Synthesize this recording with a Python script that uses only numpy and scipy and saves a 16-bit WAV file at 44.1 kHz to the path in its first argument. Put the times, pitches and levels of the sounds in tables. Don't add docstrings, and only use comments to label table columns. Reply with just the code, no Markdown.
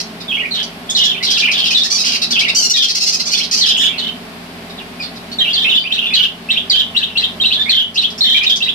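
import sys
import numpy as np
from scipy import signal
from scipy.fft import rfft, irfft
from scipy.io import wavfile
from scipy.ndimage import uniform_filter1d, minimum_filter1d

SR = 44100
rng = np.random.default_rng(int(sys.argv[2]) if len(sys.argv) > 2 else 0)


def digitize_waveform(pressure):
    field = np.atleast_2d(pressure).T
    bounded = np.clip(field, -1, 1)
    quanta = np.round(bounded * 32767).astype(np.int16)
    wavfile.write(sys.argv[1], SR, quanta)


N = 385434

# f/Hz, spectral level/dB
AIR_SPECTRUM = [(30, -30), (100, -11.5), (150, -10.5), (240, 3), (320, -12), (400, -6), (500, -14.5),
                (650, -5.5), (1000, -12.5), (2300, -13), (4700, -18), (6500, -29.5), (12000, -29.5),
                (15500, -40)]
# f/Hz, level/dB
MOTOR_TONES = [(43.3, -56.5), (86.6, -53.5), (173.2, -43.5), (235, -53.5), (390, -50), (433, -52),
               (1083, -54.5)]
# t/s, gain/dB
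MOTOR_SWELL = [(0, -11), (3, -4.5), (4.5, 0.5), (6.3, -1), (6.7, 5.5), (7.6, 5.5), (8.7, 3)]
# f/Hz, T60/s
WALL_DECAY = [(1000, 0.12), (3000, 0.26), (6000, 0.22), (14000, 0.17)]
# t/s, left minus right/dB
BALANCE = [(0.0, -2.5), (0.14, -4.5), (1.8, -0.5), (1.85, -3.5), (2.77, 1), (3.26, -3.5), (3.77, -1.0),
           (3.8, -4), (3.92, -3), (6.38, -1.5), (6.67, -4.5), (6.81, 3), (7.67, -2.5), (7.74, 0.5),
           (8.72, -2.5), (8.74, 0.0)]
# f/throat resonance (ratio), gain/dB
THROAT_RESPONSE = [(.25, -13.5), (.45, -3.5), (.62, 3), (.72, -3.5), (.83, 13), (1.05, 12), (1.28, 4),
                   (1.45, -8), (1.8, -13), (2.4, -16.5), (3.1, -24)]
PARTIALS_DB = [-27.5, -39.5, -31]
# t/s, level/dB, length/s, throat f/Hz, pitch f/Hz, roughness/1
SQUEALS = [(.898, -26, 0.016, 6530, 1750, 0.36), (2.545, -15.5, 0.063, 5580, 1584, 0.32),
           (2.620, -15.5, 0.041, 5360, 1480, 0.3), (2.696, -8.5, 0.019, 5470, 1485, 0.34),
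           (3.765, -34, .1, 6630, 1800, 0.3), (5.315, -32, 0.021, 4080, 1523, 0.23),
           (8.178, -29, 0.015, 5170, 1850, 0.34)]
# t/s, bout length/s, rate/(1/s), first level/dB, last level/dB,
# central squawk length/s, central throat f/Hz
SQUAWK_BOUTS = [(0, .03, 14, -21.5, -23, 0.0079, 5150), (0.201, .03, 14, -35, -33.5, 0.02, 4800),
                (0.628, .03, 14, -29, -31.5, 0.014, 4600), (0.962, .12, 13.7, -25, -24.5, 0.03, 5230),
                (1.226, .18, 13.5, -20, -19.5, 0.033, 5040), (1.51, .36, 15.5, -26, -21, 0.036, 4730),
                (1.898, .25, 13.8, -18, -23.5, 0.06, 4830), (2.215, .3, 11.3, -18.5, -21.5, .025, 4470),
                (2.76, .15, 16.3, -15, -15, 0.026, 4980), (2.945, .15, 17.5, -18, -15.5, .042, 4900),
                (3.123, .16, 15.3, -18, -23.5, .036, 4920), (3.289, .03, 14, -28, -23, 0.022, 4540),
                (3.311, .16, 16.4, -14.5, -24.5, 0.023, 5040), (3.509, .08, 20, -15, -21, .045, 5150),
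                (3.654, .03, 12.6, -18.5, -20.5, 0.058, 4400), (4.693, .03, 14, -42, -42, 0.036, 4070),
                (5.021, .03, 14, -32.5, -34, 0.0345, 4000), (5.153, .03, 14, -41, -41, 0.0247, 4200),
                (7.943, .03, 14, -28.5, -28, 0.023, 4660), (8.012, .12, 11.2, -25, -34, 0.018, 4600),
                (8.429, .17, 15.5, -25, -23.5, 0.018, 5070)]
# t/s, length/s, level/dB, lowest f/Hz
HOOKS = [(1.01, 0.04, -16, 3456), (1.144, 0.045, -28, 2430), (1.206, 0.032, -29.5, 2014),
         (1.419, 0.042, -17, 2380), (1.471, 0.019, -16.5, 2373), (1.707, 0.0305, -19.5, 2573),
         (3.886, 0.11, -32, 2340), (5.441, 0.075, -19, 2740), (5.645, 0.052, -17, 2510),
         (5.84, 0.038, -20.5, 2410), (6.105, 0.047, -21.5, 2433), (7.658, 0.05, -23.5, 2133),
         (8.411, 0.043, -16, 2380)]
# t/s, length/s, level/dB, middle f/Hz, fall to either side/middle f (ratio; negative rises)
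PEEPS = [(0.509, 0.024, -21.5, 4153, -0.012), (0.89, 0.029, -22, 3496, 0.025),
         (1.065, 0.059, -17.5, 3234, 0.01), (1.268, 0.061, -18.5, 3414, 0.095),
         (1.53, 0.087, -19, 3314, 0.084), (1.624, 0.066, -19, 3070, -0.0057),
         (1.746, 0.044, -10.5, 3587, 0.023), (1.803, 0.034, -14, 3600, -.05),
         (2.035, 0.13, -24, 3050, 0.038), (2.826, 0.032, -11.5, 3213, .02), (3.736, .056, -18, 3160, 0.057),
         (3.795, 0.089, -15, 3240, -0.014), (4.777, 0.038, -34, 3150, 0.26),
         (4.996, 0.024, -28.5, 2420, 0.075), (5.001, 0.054, -32, 4680, 0.087),
         (5.385, 0.02, -16, 3895, -0.0033), (5.403, 0.026, -13, 3236, 0.037),
         (5.694, 0.044, -15.5, 3200, 0.18), (5.738, 0.05, -14.5, 3434, 0.013),
         (5.775, 0.019, -10.5, 3093, -0.0056), (5.82, 0.017, -26.5, 4600, -0.011),
         (6.014, 0.057, -19, 2970, 0.042), (6.06, 0.031, -20.5, 3490, 0.033),
         (7.067, 0.054, -33, 2950, -0.01), (7.399, 0.015, -19, 3150, 0.024),
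         (7.411, .016, -13.5, 3670, 0.067), (7.529, 0.042, -17.5, 3800, 0.13),
         (7.594, 0.033, -15.5, 3570, .04), (8.207, 0.02, -9, 4045, -0.05),
         (8.346, 0.027, -15.5, 2355, 0.022), (8.464, 0.021, -9.5, 3590, 0.041),
         (8.497, 0.039, -10, 3420, -0.061)]
# t/s, level/dB, starting f/Hz, roughness/1
WARBLES = [(.28, -30.5, 3537, 0.14), (1.333, -27, 3927, 0.77), (2.323, -26.5, 3692, .35)]
# t/s, length/s, level/dB, top f/Hz, resting f/Hz, roughness/1
FALLS = [(0.539, 0.085, -25, 3720, 3210, 0.77), (0.949, 0.11, -18, 4240, 3163, 0.36),
         (2.737, 0.093, -13.5, 3792, 3430, .3), (3.609, 0.11, -16.5, 4290, 3230, 0.47),
         (3.98, 0.12, -26.5, 4230, 3237, 0.58), (5.531, 0.12, -20.5, 4470, 3370, .5),
         (6.136, 0.12, -14, 4270, 3122, 0.68), (6.697, 0.12, -15, 4545, 3286, 0.53),
         (7.694, 0.13, -13, 4270, 3263, 0.39), (8.236, .15, -13.5, 3770, 3366, 0.41)]
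# t/s, level/dB, lowest f of the first hook/Hz, roughness/1
CHIRRUPS = [(3.325, -24, 2420, 0.88), (5.901, -19, 2610, 1), (6.487, -18, 2590, 0.76),
            (6.947, -17.5, 2749, 0.83), (7.153, -18.5, 2757, 0.75), (7.435, -17.5, 2726, 0.51),
            (7.956, -15.5, 2747, 0.26), (8.603, -18.5, 2650, 0.65)]

AIR_DB = -33
ROUGH_PER_S = 8.33
LEAD_S, LOOP_UP_S, LOOP_DOWN_S = .038, .035, .016
LOOP_STEP = .88
DROP_S, THROB_S = .02, .04
HOOK_S, HOLD_S, BUZZ_S, SECOND_HOOK_S = .023, .018, .027, .026
EDGE_HZ = 15500


def amp(db):
    return 10 ** (np.asarray(db) / 20)


def evened(x):
    return x / np.sqrt(np.mean(x ** 2) + 1e-20)


def read(points, at):
    key, value = np.transpose(points)
    return np.interp(np.log(at + 1e-6), np.log(key), value)


def add(mix, s, sound):
    part = mix[:, max(round(s * SR), 0):][:, :sound.shape[1]]
    part += sound[:, :part.shape[1]]


def tremble(n, rate_hz, size=16384):
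    size = max(size, n)
    hz = np.fft.rfftfreq(size, 1 / SR)
    spectrum = rfft(rng.standard_normal(size)) / (1 + (hz / rate_hz) ** 4)
    return evened(irfft(spectrum, size))[:n]


def bearing(s):
    return np.interp(s, *np.transpose(BALANCE))


def room(call, balance_db, wet_db, near_db, lead_s=.00038, size=14336):
    t, hz = np.arange(size) / SR, np.fft.rfftfreq(size, 1 / SR)
    noise = rfft(rng.standard_normal((2, size)))
    centres = [f for f, _ in WALL_DECAY]
    tail = 0
    for band, (_, t60) in zip(np.eye(len(WALL_DECAY)), WALL_DECAY):
        tail = tail + irfft(noise * np.interp(hz, centres, band)) * amp(-60 * t / t60)
    tail *= np.clip((t - .003) / .0037, 0, 1)
    path = amp(wet_db) * tail / np.linalg.norm(tail[0])
    path[0, 0] += 1
    path[1, round(abs(lead_s) * SR)] += 1
    for delay, skew in rng.random(size=(5, 2)):
        at = round((.000983 + .013 * delay) * SR)
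        path[0, at + 20] += amp(near_db) * (1 - .087 * delay)
        path[1, at + int(40 * skew)] += amp(near_db) * (1 - .6 * delay)
    heard = signal.fftconvolve(call[None], path, axes=1)
    heard *= np.linalg.norm(call) / np.linalg.norm(heard, axis=1, keepdims=True)
    return heard * amp([[balance_db / 2], [-balance_db / 2]])


def whistle(hz, level_db, rough, swing=.09, buzz_hz=400., flutter=.4, rasp_db=-19.):
    n = len(hz)
    buzz_turns = np.cumsum(buzz_hz * (1 + .392 * tremble(n, 114.3))) / SR
    buzz = np.sin(2 * np.pi * buzz_turns) + .54 * np.tanh(tremble(n, buzz_hz))
    phase = 2 * np.pi * np.cumsum(hz * (1 + swing * rough * buzz)) / SR
    overtones = sum(amp(db) * np.sin((k + 2) * phase) for k, db in enumerate(PARTIALS_DB))
    tone = np.sin(phase) + (1 + rough) / 2 * overtones
    tone += amp(rasp_db) * rough * np.sin(phase) * np.cos(phase / 2) * 2
    tone *= np.exp(flutter * rough * np.tanh(tremble(n, buzz_hz)))
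    edge_s = np.minimum(np.arange(n), np.arange(n)[::-1]) / SR
    fade = np.sin(np.pi / 2 * np.minimum(edge_s / .002, 1)) ** 2
    return evened(tone * amp(level_db) * fade)


def hook(length, low_hz, rise, swell_db, rough, dip=.25, curl=2.):
    u = np.linspace(0, 1, round(length * SR))
    hz = low_hz * (1 + rise * abs((u - dip) / (1 - dip)) ** curl)
    return np.array([hz, swell_db * (u - .5), np.full_like(u, rough)])


def slide(length, first_hz, last_hz, first_db, last_db, rough):
    return np.linspace([first_hz, first_db, rough], [last_hz, last_db, rough], round(length * SR)).T


def sing(syllables, db, balance_db, wander=.0313, wander_hz=79., wet_db=-1.5, near_db=-5.5):
    hz, level_db, rough = uniform_filter1d(np.hstack(syllables), size=160, axis=1)
    wandering_hz = hz * (1 + (.015 + wander * rough) * tremble(len(hz), wander_hz))
    voice = whistle(wandering_hz, level_db, rough)
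    return room(amp(db) * voice, balance_db, wet_db, near_db)


def fan(air_db=-1., hum_db=0., waver_hz=.492, alike_hz=640.):
    hz = np.fft.rfftfreq(N, 1 / SR)
    left, other = rfft(rng.standard_normal((2, N))) * amp(read(AIR_SPECTRUM, hz))
    same = .96 * np.sinc(hz / alike_hz / 2) / (1 + (hz / 4000) ** 2)
    right = same * left + np.sqrt(1 - same ** 2) * other
    air = evened(irfft(np.array([left, right]), N))
    t, drift = np.arange(N) / SR, np.cumsum(tremble(N, 3.23)) / SR
    swell_db = np.interp(t, *np.transpose(MOTOR_SWELL))
    hum = 0
    for k, (f, db) in enumerate(MOTOR_TONES):
        turns = f * t + waver_hz * f / MOTOR_TONES[2][0] * drift + rng.random()
        hum = hum + amp(db + swell_db * (k == 1)) * np.sqrt(2) * np.sin(2 * np.pi * turns)
    return amp(AIR_DB + air_db) * air + amp(hum_db) * hum


def muttering(below_db=-15.):
    out = np.zeros((2, N))
    cues = [(s, db) for s, _, db, *_ in [*HOOKS, *PEEPS, *FALLS, *FALLS]]
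    cues += [(s, db) for s, db, *_ in 2 * list(CHIRRUPS)]
    for (s, db), (wait, length, pitch, bend) in zip(cues, rng.random(size=(len(cues), 4))):
        u = np.linspace(-1, 1, round((.015 + .03 * length) * SR))
        hz = (1700 + 3400 * pitch) * (1 + .4 * (bend - .5) * u)
        voice = whistle(hz, -6 * u ** 2, .4)
        add(out, s + .06 * wait, room(amp(db + below_db) * voice, 0, wet_db=4., near_db=-7.))
    return out


def squawk(length, throat_hz, pitch, rough, arch=.2, jitter=.05, rattle_hz=330., size=8192):
    u = np.linspace(0, 1, min(round(length * SR), size))
    n = len(u)
    arched_hz = pitch * (1 - arch * np.exp(-u / .1385) - .1114 * u ** 4)
    turns = np.cumsum(arched_hz * (1 + jitter * rough * tremble(n, 344))) / SR
    pulses = evened(sum(np.cos(2 * np.pi * k * turns) for k in range(1, 11)))
    hiss = .35 * rng.standard_normal(size)[:n] * (1 + np.cos(2 * np.pi * turns))
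    drive = pulses * (1 + rough * np.cos(np.pi * turns)) + rough * hiss
    rattle = np.sin(2 * np.pi * np.cumsum(rattle_hz * (1 + .298 * tremble(n, 93))) / SR)
    drive *= signal.windows.tukey(n, .22) * np.exp(rough * (.6 * rattle + .4 * tremble(n, 150)))
    colour = amp(read(THROAT_RESPONSE, np.fft.rfftfreq(size, 1 / SR) / throat_hz))
    return evened(irfft(rfft(drive, size) * colour)[:n])


def bout(start, span, rate, first_db, last_db, length, throat_hz, pitch_hz=1389., rough=.624,
         pitch_spread=.1, throat_spread=.067, length_spread=.11, rough_spread=.38):
    times = start + np.arange(0, span, 1 / rate)
    levels_db = np.linspace(first_db, last_db, len(times))
    spreads = [length_spread, throat_spread, pitch_spread, rough_spread]
    scatter = np.exp(spreads * rng.uniform(-1.5, 1.5, (len(times), 4)))
    voices = [length, throat_hz, pitch_hz, rough] * scatter
    return [(s, db, *voice) for s, db, voice in zip(times, levels_db, voices)]


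def scolding(gain_db=6.):
    out = np.zeros((2, N))
    squawks = [call for row in SQUAWK_BOUTS for call in bout(*row)]
    for s, db, *voice in [*SQUEALS, *squawks]:
        call = amp(db + gain_db) * squawk(*voice)
        add(out, s, room(call, bearing(s), wet_db=-1., near_db=-6.))
    return out


def lone_notes(hook_gain_db=2.5, peep_gain_db=2.5, rise=.27):
    out = np.zeros((2, N))
    for s, length, db, hz in HOOKS:
        note = hook(length, hz, rise, swell_db=0., rough=ROUGH_PER_S * length, dip=.117)
        add(out, s, sing([note], db + hook_gain_db, bearing(s)))
    for s, length, db, hz, sag in PEEPS:
        note = slide(length, hz * (1 + sag), hz * (1 - sag), first_db=13., last_db=11.,
                     rough=ROUGH_PER_S * length)
        add(out, s, sing([note], db + peep_gain_db, bearing(s), wander=.057))
    return out


def warbles(gain_db=10.5, lead_sag=.85, first_loop=.72, rise=.31, loop_db=-3.5, count=3):
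    out = np.zeros((2, N))
    for s, db, hz, rough in WARBLES:
        syllables = [slide(LEAD_S, hz, hz * lead_sag, first_db=-5., last_db=0., rough=rough)]
        for k in range(count):
            low_hz = hz * first_loop * LOOP_STEP ** k
            up = hook(LOOP_UP_S, low_hz, rise, swell_db=3.5, rough=rough, dip=.142)
            up = up + [[0], [loop_db * k], [0]]
            down = slide(LOOP_DOWN_S, low_hz * (1 + rise), low_hz * LOOP_STEP,
                         first_db=6., last_db=-18., rough=rough)
            syllables += [up, down]
        add(out, s, sing(syllables, db + gain_db, bearing(s)))
    return out


def falls(gain_db=5.5, accent_db=5.5, last_note_db=4.5, quaver=.07, rough_swing=.88, start_rough=.2):
    out = np.zeros((2, N))
    for s, length, db, top_hz, rest_hz, rough in FALLS:
        t = np.arange(0, length, 1 / SR)
        high = np.exp(-(t / DROP_S) ** 2)
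        throb = -np.cos(2 * np.pi * t / THROB_S)
        hz = high * top_hz + (1 - high) * rest_hz * (1 + quaver * throb)
        level_db = accent_db * high + last_note_db * (t / length) ** 8
        roughness = rough * (1 + rough_swing * throb) + start_rough * high
        add(out, s, sing([np.array([hz, level_db, roughness])], db + gain_db, bearing(s)))
    return out


def chirrups(gain_db=5.5, rise=.44, buzz_sag=.86, second_pitch=.92, second_rise=.49,
             hook_rough=.3, hold_rough=.36, buzz_rough=1.5):
    out = np.zeros((2, N))
    for s, db, hz, rough in CHIRRUPS:
        top_hz = hz * (1 + rise)
        first = hook(HOOK_S, hz, rise, swell_db=10., rough=hook_rough * rough, dip=.3, curl=2.5)
        hold = slide(HOLD_S, top_hz, top_hz, first_db=9.5, last_db=-2.5, rough=hold_rough * rough)
        buzz = slide(BUZZ_S, top_hz, top_hz * buzz_sag, first_db=-4., last_db=-10.5,
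                     rough=buzz_rough * rough)
        second = hook(SECOND_HOOK_S, hz * second_pitch, second_rise, swell_db=19.5,
                      rough=hook_rough * rough, dip=.019, curl=1.7)
        add(out, s, sing([first, hold, buzz, second], db + gain_db, bearing(s)))
    return out


def scene():
    background = fan() + muttering()
    return background + scolding() + lone_notes() + warbles() + falls() + chirrups()


def record(dry, threshold_db=-10.5, squeeze=.96, recovery_db=11., gain_db=2.):
    power_db = 10 * np.log10(abs(uniform_filter1d((dry ** 2).mean(0), size=400)) + 1e-12)
    fall = np.arange(N) * recovery_db / SR
    held_db = np.maximum.accumulate(power_db + fall) - fall
    over_db = np.maximum(held_db - threshold_db, 0)
    held = dry * amp(gain_db - squeeze * uniform_filter1d(over_db, size=200))
    headroom = minimum_filter1d(.95 / np.maximum(abs(held).max(0), .95), size=241)
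    limited = held * uniform_filter1d(headroom, size=201)
    low_pass = signal.firwin(511, EDGE_HZ, window=("kaiser", 9), fs=SR)
    return signal.oaconvolve(limited, low_pass[None], "same")


dry = scene()
out = record(dry)
digitize_waveform(out)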